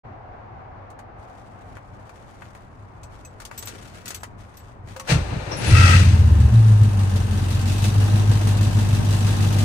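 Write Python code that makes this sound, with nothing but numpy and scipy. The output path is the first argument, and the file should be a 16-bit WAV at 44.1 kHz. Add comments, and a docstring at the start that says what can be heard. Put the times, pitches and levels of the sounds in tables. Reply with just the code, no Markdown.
"""An old V8 coupe starts from cold in a yard: it flares, booms through its exhaust and sinks to a loping
idle, one puff of gas and one valve tick to each firing. Before that, keys clink and scrape into the lock;
the starter slams in and cranks, the belt squeaks, and the pinion grinds as the engine catches.
The microphone moves in through the open door to the dash, then back outside for the idle.
Traffic rumbles in the distance."""
import sys
import numpy as np
from scipy import signal
from scipy.fft import rfft, irfft, next_fast_len
from scipy.io import wavfile
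from scipy.ndimage import uniform_filter1d, map_coordinates

SR = 44100
rng = np.random.default_rng(int(sys.argv[2]) if len(sys.argv) > 2 else 0)


def put_to_file(sound):
    """Save the sound as 16-bit audio at rate SR, in the file named by the first command-line argument."""
    columns = np.atleast_2d(sound).T  # one column per channel
    safe = np.clip(columns, -1, 1)
    whole_steps = np.round(safe * 32767)
    wavfile.write(sys.argv[1], SR, whole_steps.astype(np.int16))


N = 425124
CATCH_S, IDLE_RPM = 5.71, 750

# The cylinders in firing order. Each row: exhaust strength in dB, valve clatter in dB.
CYLINDERS = [(3, 2.5), (0, 5.5), (-1, 2.5), (2.5, 2.5), (-5.5, 1.5), (-4, 1), (-5.5, 2), (-2, -0.5)]
# Starter, compressions and first firing rock the block. Each row: start in seconds, then thump, sway,
# exhaust chuff and motor strain in dB.
JOLTS = [(5.094, -26, -36, -55, -47), (5.118, -13, -31, -37, -39), (5.168, -22, -34, -33, -42),
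         (5.33, -28.5, -36, -34.5, -41), (5.52, -43, -44, -56, -37), (5.691, -36, -21, -33, -43)]
# The engine sits slightly left of the microphone. Each row: frequency in Hz, left over right in dB.
ENGINE_PAN = [(60, 1.0), (240, 1.5), (950, 3), (3770, 2.0), (15000, 1.6)]


def amp(db):
    """Decibels to gain."""
    return 10 ** (np.asarray(db) / 20)


def unit(x):
    """Scale so that the mean of the channels has rms 1."""
    return x / np.sqrt(np.mean(np.atleast_2d(x).mean(0) ** 2) + 1e-20)


def along(points, hz):
    """Read (Hz, value) points on a log frequency axis."""
    freqs, values = np.transpose(points)
    return np.interp(np.log(hz + 1), np.log(freqs), values)


def curve(points):
    """One value per sample from (seconds, value) points."""
    return np.interp(np.arange(N) / SR, *np.transpose(points))


def fade(start, end):
    """A ramp from 0 at start to 1 at end, in either direction."""
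    return np.clip((np.arange(N) / SR - start) / (end - start), 0, 1)


def held(start, length, attack_s, release_s):
    """Gain 1 from start for length seconds; the attack before and the release after each span 60 dB."""
    t = np.arange(N) / SR - start
    return amp(-60 * np.clip(np.maximum(-t / attack_s, (t - length) / release_s), 0, 2))


def wobble(rate):
    """A smooth random curve, rate knots a second."""
    return map_coordinates(rng.standard_normal(int(N * rate / SR) + 4), [np.arange(N) * rate / SR])


def add(track, start, sound):
    """Mix a short sound into a track at start seconds."""
    part = track[..., round(start * SR):][..., :sound.shape[-1]]
    part += sound[..., :part.shape[-1]]


def filtered(x, response):
    """Pass x through a response given as a function of Hz."""
    size = 2 * next_fast_len(N // 2 + SR // 4)
    return irfft(rfft(x, size) * response(np.fft.rfftfreq(size, 1 / SR)), size)[..., :N]


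def causal(spectrum):
    """The minimum-phase response with a given (Hz, dB) spectrum."""
    def response(hz):
        cepstrum = irfft(np.log(amp(along(spectrum, hz))))
        half = len(cepstrum) // 2
        cepstrum[1:half] *= 2
        cepstrum[half + 1:] = 0
        return np.exp(rfft(cepstrum))
    return response


def resonance(f, hz, width):
    """The response at f of two like resonators in series, each width Hz wide."""
    return (1j * f * width / (hz * hz - f * f + 1j * f * width)) ** 2


def narrow(hz, width):
    """Unrelated left and right noise in one resonance."""
    return unit(filtered(rng.standard_normal((2, N)), lambda f: resonance(f, hz, width)))


def spread(pair, pan):
    """A direct and a scattered signal become left and right at the microphone."""
    # Stereo width. Each row: frequency in Hz, side gain in dB.
    width = [(60, -22), (150, -5.5), (380, -4), (950, 1), (2380, 0), (5980, 1), (15000, -12)]
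    mid, side = pair[0], filtered(pair[1], lambda hz: amp(along(width, hz)))
    left_right = np.array([mid + side, mid - side])
    return filtered(left_right, lambda hz: amp(np.outer([.5, -.5], along(pan, hz))))


def rush(spectrum, pan):
    """Stereo noise with a given (Hz, dB) spectrum, at unit level."""
    noise = filtered(rng.standard_normal((2, N)), lambda hz: amp(along(spectrum, hz)))
    return unit(spread(noise, pan))


def cabin(x, wet_db, t60=0.1):
    """Dash, glass and seats return a short, dense echo, different on each side of the microphone."""
    t = np.arange(SR // 5) / SR
    tail = rng.standard_normal((2, len(t))) * amp(-60 * t / t60) * (t > .002)
    echo = signal.fftconvolve(x, tail / np.linalg.norm(tail[0]), axes=1)[:, :N]
    return (x + amp(wet_db) * echo) / np.hypot(1, amp(wet_db))


def distant_traffic(outside):
    """A throbbing rumble from far off, with tyre noise and a midrange hum that the cabin shields."""
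    # Two noise spectra. Each row: frequency in Hz, level in dB.
    rumble_spectrum = [(13, -43), (22, -11), (43, -1.5), (70, -4), (102, 4), (134, -5), (150, -13),
                       (198, -9.5), (400, -19.5), (520, -41), (880, -120)]
    tyre_spectrum = [(140, -30), (270, -7), (480, -2), (690, -1), (820, -1.5), (1100, -3.5), (1650, -11.5),
                     (2350, -19), (3300, -31), (5200, -38), (14500, -65)]
    # The street lies slightly left. Each row: frequency in Hz, left over right in dB.
    pan = [(60, 1.0), (380, 2.6), (2380, 2.0), (15000, 2.0)]
    rumble = amp(-45.5 + 1.65 * wobble(12)) * rush(rumble_spectrum, pan)
    tyres = amp(-53 + 5.5 * outside + 0.74 * wobble(10)) * rush(tyre_spectrum, pan)
    hum = amp(-49) * outside * narrow(hz=741, width=164)
    return rumble + tyres + hum


def ignition_key():
    """Close by at the dash, keys ring together while the blade scrapes and clicks over the lock's pins."""
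    # Two keys collide. Each row: start in seconds, then contact, long key and short key in dB.
    clinks = [(3.032, -39.5, -46.5, -72), (3.249, -43, -40.5, -58), (3.577, -29.5, -42, -33),
              (3.590, -37, -50, -38), (3.655, -43, -56, -36), (4.079, -26.5, -40, -36),
              (4.145, -25, -37, -40), (4.203, -53, -53, -56), (4.57, -40.5, -56, -46.5)]
    # Modes of each key. Each row: frequency in Hz, level in dB, seconds to fall 60 dB.
    long_key = [(2550, -4, 0.048), (6175, -0.5, 0.077), (7100, -9, .05), (7760, -0.5, 0.1),
                (8285, -13, .13)]
    short_key = [(5070, -17, .12), (5540, -17, .12), (7730, -4.5, 0.2), (12100, 0, 0.094),
                 (13250, -11, .04), (14840, -15, .07)]
    # Trim, lock, switch and solenoid. Each row: start in seconds, snap in dB, knock against snap in dB.
    clicks = [(.902, -46.5, -4), (0.99, -44.5, 4), (1.768, -50, 12.5), (2.093, -46.5, 6.5),
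              (2.42, -51.5, 16.5), (2.549, -45.5, 4.5), (3.401, -34.5, -4.5), (3.418, -41, -2),
              (3.451, -28, -17), (3.512, -40, 6.5), (3.625, -27.5, -9), (3.672, -26.5, -10),
              (3.681, -32, -18), (3.824, -43, -18), (3.875, -43, -17), (4.057, -27, -15),
              (4.105, -25.5, -10.5), (4.232, -29, -0.5), (4.881, -49, 2), (4.963, -33, -1),
              (4.997, -27, -5.5), (5.074, -34, 5)]
    # The switch rings the dash. Each row: start in seconds, pitch in Hz, level in dB, t60 in seconds.
    detents = [(4.961, 525, -34.5, 0.33), (4.998, 1105, -38, 0.18)]
    # Sleeve and key slide. Each row: start in seconds, length in seconds, level in dB.
    strokes = [(1.194, 1.47, -65.5), (2.754, 0.65, -71.5), (2.155, 0.024, -68), (2.305, 0.2, -66.5),
               (3.114, 0.081, -63), (3.53, 0.42, -56.5), (3.688, 0.076, -52.5), (3.95, 0.018, -54),
               (4.067, 0.053, -52), (4.396, .27, -61), (4.877, 0.19, -57)]
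    # Spectra of the contacts and of the steering column under them. Each row: frequency in Hz, level in dB.
    scrape_spectrum = [(710, -36), (1200, -5), (1340, -0.5), (4500, -11.5), (8040, -12), (15600, -29)]
    snap_spectrum = [(1180, -17), (2000, -8), (3560, -8.5), (4340, -7), (5110, -7), (7030, -4.5),
                     (10700, -10), (12400, -19), (15600, -15)]
    knock_spectrum = [(200, -30), (550, 2), (1400, 0.5), (2500, -7.5), (5000, -33)]
    column_spectrum = [(110, -17), (170, 3), (330, -5.5), (560, -6.5), (1100, -25), (2500, -60)]
    # The lock is to the left. Each row: frequency in Hz, left over right in dB.
    pan = [(60, 1.0), (240, 1.5), (950, 3.8), (3770, 7.2), (15000, 2.9)]
    t = np.arange(SR // 3) / SR
    rings, snaps, knocks = np.zeros((2, N)), np.zeros(N), np.zeros(N)
    onset = 1 - np.exp(-t / 0.00077)
    click_decay = amp(-60 * t / .07)
    for start, contact_db, long_db, short_db in clinks:
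        rebound_s = .012 * rng.uniform(.5, 1.5)  # loose keys touch again, more softly
        for delay, loss_db in (0, -1), (rebound_s, -7):
            for db, modes in (long_db, long_key), (short_db, short_key):
                for hz, mode_db, t60 in modes:
                    size = amp(db + loss_db + mode_db + rng.normal(0, 2.4, (2, 1)) - 60 * t / t60)
                    pitch = hz * (1 + rng.normal(0, .003))
                    cycles = pitch * t + 0.4 * rng.random((2, 1))
                    add(rings, start + delay, onset * size * np.sin(2 * np.pi * cycles))
        add(snaps, start, onset * amp(contact_db - 5.5) * click_decay)
    # the trim's rattle outlasts the contact itself
    click = (1 - np.exp(-t / 0.00089)) * (1.11 * click_decay + 0.84 * amp(-60 * t / 0.0091))
    for start, db, knock_db in clicks:
        add(snaps, start, amp(db - 8.5) * click)
        add(knocks, start, amp(db + knock_db - 3.5) * click)
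    for start, hz, db, t60 in detents:
        add(rings, start, onset * amp(db - 60 * t / t60) * np.sin(2 * np.pi * hz * t))
    sliding = sum(amp(db) * held(s, length, attack_s=0.093, release_s=0.52) for s, length, db in strokes)
    scrape = amp(2.7 * wobble(70) + 2.8 * wobble(400) - 1) * rush(scrape_spectrum, pan)
    column = amp(0.5) * rush(column_spectrum, pan)
    contacts = snaps * rush(snap_spectrum, pan) + knocks * rush(knock_spectrum, pan)
    return rings + cabin(contacts + sliding * (scrape + column), wet_db=-7.5)


def starter(firings, rpm):
    """The motor labours over each compression; the engine outruns it and the pinion grinds on the ring."""
    # Two noise spectra. Each row: frequency in Hz, level in dB.
    motor_spectrum = [(180, -31), (300, 1), (478, 0), (554, 0.5), (883, -2.5), (1000, -7), (1730, -9.5),
                      (1990, -14), (2550, -12.5), (3200, -23), (4160, -18), (7040, -120)]
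    gear_spectrum = [(880, -18), (1500, -5), (1640, -5), (1940, -4.5), (2220, -5.5), (2620, -3),
                     (3100, -9.5), (6040, -13), (7420, -16), (8030, -13), (15600, -37.5)]
    # Modes of the ring gear. Each row: frequency in Hz, half-width in Hz, level in dB.
    ring_gear = [(1267, 22, -1.5), (1340, 21, 4), (1570, 7, 2.5), (1890, 18, -4.5), (1946, 20, -8),
                 (1960, 12, -7), (2115, 14, -9), (2560, 12, -12), (2584, 10, 0.5), (2640, 12, -3),
                 (2745, 10, -8)]
    # The starter is well to the left. Each row: frequency in Hz, left over right in dB.
    pan = [(60, 0.0), (180, 18), (550, 1.5), (1650, 6.5), (4970, 11.5), (15000, 0)]
    engage_s = 5.1
    slam = held(engage_s, 0.019, attack_s=0.07, release_s=0.19)
    spin = held(engage_s, .83, attack_s=0.12, release_s=1)
    race = (rpm / 1000) ** 2
    motor_gain = amp(-32) * slam + amp(-39 + 5.9 * race) * spin
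    gear_gain = amp(-26.5) * slam + amp(-50 + 20.9 * race) * spin
    strain = sum(amp(db) * held(s, 0.014, attack_s=0.14, release_s=0.076) for s, *_, db in JOLTS)
    load = np.cos(2 * np.pi * firings)
    motor = (motor_gain + strain) * amp(1.3 * load) * rush(motor_spectrum, pan)
    gears = gear_gain * amp(2.0 + wobble(150)) * rush(gear_spectrum, pan)
    teeth = rng.standard_normal((2, N)) * amp(2.5 * load + 1.1 * wobble(200))
    modes = lambda f: sum(amp(db) / (1 + ((f - hz) / width) ** 2) for hz, width, db in ring_gear)
    overrun = held(5.755, 0.2, attack_s=0.12, release_s=0.23)
    grind = overrun * amp(-20.5 + 1.5 * load) * unit(spread(filtered(teeth, modes), pan))
    return cabin(motor + gears, wet_db=-9) + grind


def belt_squeaks():
    """The cold belt chirps as it takes up speed, then whistles faintly as the speed sinks."""
    # Each row: start in seconds, pitch in Hz, width in Hz, level in dB, seconds to fall 60 dB.
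    squeaks = [(5.512, 5500, 600, -34.5, 0.21), (5.565, 10640, 330, -42, 0.26),
               (5.66, 9900, 400, -39, 0.46)]
    t = np.arange(SR // 2) / SR
    onset = 1 - np.exp(-t / 0.0065)
    belt = amp(-60) * held(6.6, 0.89, attack_s=.9, release_s=0.99) * narrow(hz=8750, width=280)
    for start, hz, width, db, t60 in squeaks:
        add(belt, start, narrow(hz, width)[:, :len(t)] * amp(db + 3.5 - 60 * t / t60) * onset)
    return belt


def block_jolts():
    """The engine block thumps and sways on its mounts."""
    # Each row: frequency in Hz, level in dB, seconds to fall 60 dB.
    block_modes = [(57, -7.5, 0.87), (85.5, -4, 0.6), (130.5, 6, 0.19), (150.7, 4.5, 0.27), (265, -9, .15)]
    t = np.arange(SR // 2) / SR
    onset = 1 - np.exp(-t / 0.0065)
    thump = sum(amp(db - 60 * t / t60) * np.sin(2 * np.pi * hz * t) for hz, db, t60 in block_modes)
    sway = amp(-60 * t / 0.58) * np.sin(2 * np.pi * 39 * t)
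    block = np.zeros(N)
    for start, thump_db, sway_db, *_ in JOLTS:
        add(block, start, (amp(thump_db) * thump + amp(sway_db) * sway) * onset)
    return block


def body_drone(firings, outside):
    """The body panels hum, swelling once in each round of the cylinders."""
    # Each row: frequency in Hz, level at the dash in dB, level outside in dB.
    panels = [(169.5, -61.5, -30), (204.2, -30, -44), (223.4, -41.5, -32)]
    throb = 1 + 0.64 * np.cos(2 * np.pi * (firings / len(CYLINDERS) - .12))
    hum = np.zeros(N)
    for hz, dash_db, outside_db in panels:
        gain = amp(dash_db + (outside_db - dash_db) * outside + 1.3 * wobble(14))
        hum += gain * np.sin(2 * np.pi * np.cumsum(hz + 9 * wobble(25)) / SR)
    return throb * hum


def engine_bay(firings, rpm, outside):
    """The fan rushes; valve gear ticks at every firing, one tappet louder than the rest."""
    # Two noise spectra. 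Each row: frequency in Hz, level in dB.
    fan_spectrum = [(190, -15.5), (330, 0.5), (388, -4.5), (875, -6.5), (1420, -12), (1700, -10.5),
                    (2070, -19), (2540, -21.5), (2800, -17), (3640, -29), (6160, -120)]
    clatter_spectrum = [(1180, -34), (2000, -5.5), (2300, -6.5), (2570, -3), (3320, -4.5), (3880, -4.5),
                        (5290, -5.5), (5720, -7), (7530, -7), (8070, -7), (10400, -11), (11900, -16.5),
                        (14000, -16), (15600, -23)]
    # Modes of the rocker covers. Each row: frequency in Hz, width in Hz, level in dB.
    cover_modes = [(2586, 310, -5.5), (3820, 450, -5.5), (5870, 500, -8)]
    brief_rattle = amp(-45.5) * held(7.85, 0.034, attack_s=1.0, release_s=0.15)
    valve_gain = amp(-49 + 9.67 * outside) + brief_rattle
    stroke = firings + .35  # the valves close ahead of the puff
    tappet = stroke.astype(int)
    tappet_db = np.array(CYLINDERS)[tappet % len(CYLINDERS), 1]
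    tappet_db += 1.15 * rng.standard_normal(N // 100)[tappet]
    ticks = amp(tappet_db) * (0.74 + 0.65 * np.exp(-3.5 * (stroke % 1)))
    clatter = ticks * rush(clatter_spectrum, ENGINE_PAN)
    fan_db = -40.5 + 4.83 * outside + 8.2 * (rpm - IDLE_RPM) / 1000
    fan = amp(fan_db + 0.31 * tappet_db + 1.23 * wobble(70)) * rush(fan_spectrum, ENGINE_PAN)
    # each closing valve strikes the covers, which ping at new strengths
    closings = np.flatnonzero(np.diff(tappet))
    ping_decay = amp(-60 * np.arange(SR // 10) / SR / 0.056)
    pings = np.zeros((2, N))
    for hz, width, db in cover_modes:
        strike_db = tappet_db[closings] + 4 * rng.uniform(-2.4, 1.57, len(closings))
        strikes = np.bincount(closings, amp(strike_db), N)
        pings += amp(db) * signal.fftconvolve(strikes, ping_decay)[:N] * narrow(hz, width)
    return (fan + valve_gain * (clatter + amp(-2.5) * pings)) * fade(5.4, 6.2)


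def exhaust(firings, rpm, outside, running):
    """One puff per firing; strong and weak cylinders make the pipe's tones lope and set it ringing."""
    # Each row: multiple of the crank speed, level while misfiring in dB, level while running in dB.
    slow_tones = [(4, -30, -31.5), (5, -13.5, -51)]
    # The pipe booms as twice the firing rate passes its resonance. Each row: that tone in Hz, level in dB.
    boom_curve = [(92, -19.5), (101, -15), (107, -9), (115, -10.5), (123, -25), (140, -50)]
    # Heard out in the yard. Each row: multiple of the crank speed, level in dB.
    pipe_overtones = [(20, -40), (24, -46.5), (26, -45)]
    # The slower it runs, the more it lopes. Each row: speed in rpm, depth from 0 to 1.
    lope_depth = [(765, 0.97), (810, 0.4)]
    # Resonances of the tailpipe. Each row: frequency in Hz, width in Hz, level in dB.
    pipe_modes = [(104.5, 22.3, 4), (45, 30, -10.5)]
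    # Each row: frequency in Hz, level in dB.
    puff_spectrum = [(20, -31), (40, -3), (90, -4), (135, 6.5), (175, -0.5), (205, 1), (245, -3), (280, -7),
                     (330, -10), (420, -19.5), (700, -46.5), (1600, -100)]
    fired_at = np.flatnonzero(np.diff(np.floor(firings)) > 0)
    pulses = lambda sizes: np.bincount(fired_at, sizes, N)
    cylinder = np.arange(1, len(fired_at) + 1) % len(CYLINDERS)
    chance = rng.standard_normal((len(fired_at), 4))
    strength_db = np.array(CYLINDERS)[cylinder, 0] + 1.4 * chance[:, 0]
    lope = np.interp(rpm, *np.transpose(lope_depth))
    swell = amp(lope * map_coordinates(strength_db, [np.maximum(firings - 1, 0)], mode="nearest"))
    misfire = held(CATCH_S, .75, attack_s=0.15, release_s=0.41)  # at first too few cylinders fire
    crank_angle, boom_hz = 2 * np.pi * firings / 4, 8 * rpm / 60
    slow = sum((amp(misfire_db) * misfire + amp(even_db) * running) * np.sin(k * crank_angle)
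               for k, misfire_db, even_db in slow_tones)
    boom = amp(along(boom_curve, boom_hz) - 4.05 * outside) * np.sin(8 * crank_angle)
    overtones = outside * sum(amp(db) * np.sin(k * crank_angle) for k, db in pipe_overtones)
    tones = np.sqrt(2) * (slow + (boom + overtones) * swell * running)
    # only the unevenness of the firings fills in the lines around the tones
    uneven = pulses(amp(strength_db) - amp(strength_db).mean() + .5 * chance[:, 1])
    pipe = lambda f: sum(amp(db) * resonance(f, hz, width) for hz, width, db in pipe_modes)
    ring = filtered(uneven, pipe)
    ring_power = np.abs(uniform_filter1d(ring ** 2, SR // 12)) + 1e-3 * np.mean(ring ** 2)
    first_bang = amp(-17.5) * held(5.705, .07, attack_s=0.08, release_s=.2)
    ring_gain = first_bang + amp(-19.5) * misfire + amp(-31) * running + amp(-37) * fade(5.1, 5.3)
    ring *= ring_gain / np.sqrt(ring_power)
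    # each puff is a front followed by turbulent gas
    gas = rng.standard_normal((2, N)) * np.exp(-1.8 * (firings % 1)) * fade(5.1, 5.2)
    fronts = np.array([pulses(amp(0.44 * strength_db + 1.2 * chance[:, 2])), pulses(chance[:, 3])])
    puffs = unit(spread(filtered(0.59 * unit(fronts) + unit(gas), causal(puff_spectrum)), ENGINE_PAN))
    puff_db = -36.5 + 6.7 * outside + 19 * (rpm - IDLE_RPM) / 1000
    chuffs = sum(amp(db) * held(s, 0.023, attack_s=0.076, release_s=0.13) for s, _, _, db, _ in JOLTS)
    return (tones + ring) * amp([[.35], [-.35]]) + (amp(puff_db) + chuffs) * puffs


def scene():
    """A V8 fires four times a turn of the crank; its speed and the microphone's place set the levels."""
    # Cranking, flare, sag and idle. Each row: time in seconds, speed in rpm.
    crank_speed = [(5.0, 0), (5.1, 300), (5.5, 260), (5.66, 925), (5.8, 1060), (5.97, 1085), (6.35, 912),
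                   (6.8, 783), (7.2, 690), (7.6, 694), (7.8, 745), (8.15, 768), (8.8, 753)]
    # Each row: time in seconds, place from 0 at the dash to 1 outside the car.
    microphone_path = [(.5, 0.92), (2.6, 0.11), (6.75, 0.053), (7.9, 0.58), (9, 0.72), (9.64, 1)]
    rpm, outside = curve(crank_speed), curve(microphone_path)
    firings = np.cumsum(rpm) * 4 / 60 / SR
    running = amp(-60 * fade(CATCH_S, CATCH_S - .25))  # rises to 1 as the engine catches
    engine = exhaust(firings, rpm, outside, running) + running * body_drone(firings, outside)
    engine += cabin(engine_bay(firings, rpm, outside), wet_db=-6) + block_jolts()
    return distant_traffic(outside) + ignition_key() + starter(firings, rpm) + belt_squeaks() + engine


def record(dry):
    """The microphone opens; it has two narrow treble dips and a band limit, and the loudest peaks are rounded
    off."""
    # Each row: frequency in Hz, width in Hz, depth from 0 to 1.
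    treble_dips = [(5200, 82, 0.7), (7490, 110, 0.84)]
    ceiling, top_hz = .9, 15600

    def response(f):
        dips = [1 - depth * np.exp(-((f - hz) / width) ** 2) for hz, width, depth in treble_dips]
        return np.prod(dips, axis=0) * (f < top_hz)
    rounded = dry / (1 + (dry / ceiling) ** 8) ** (1 / 8)
    return filtered(rounded * fade(.034, 0.052), response)


dry = scene()
out = record(dry)
put_to_file(out)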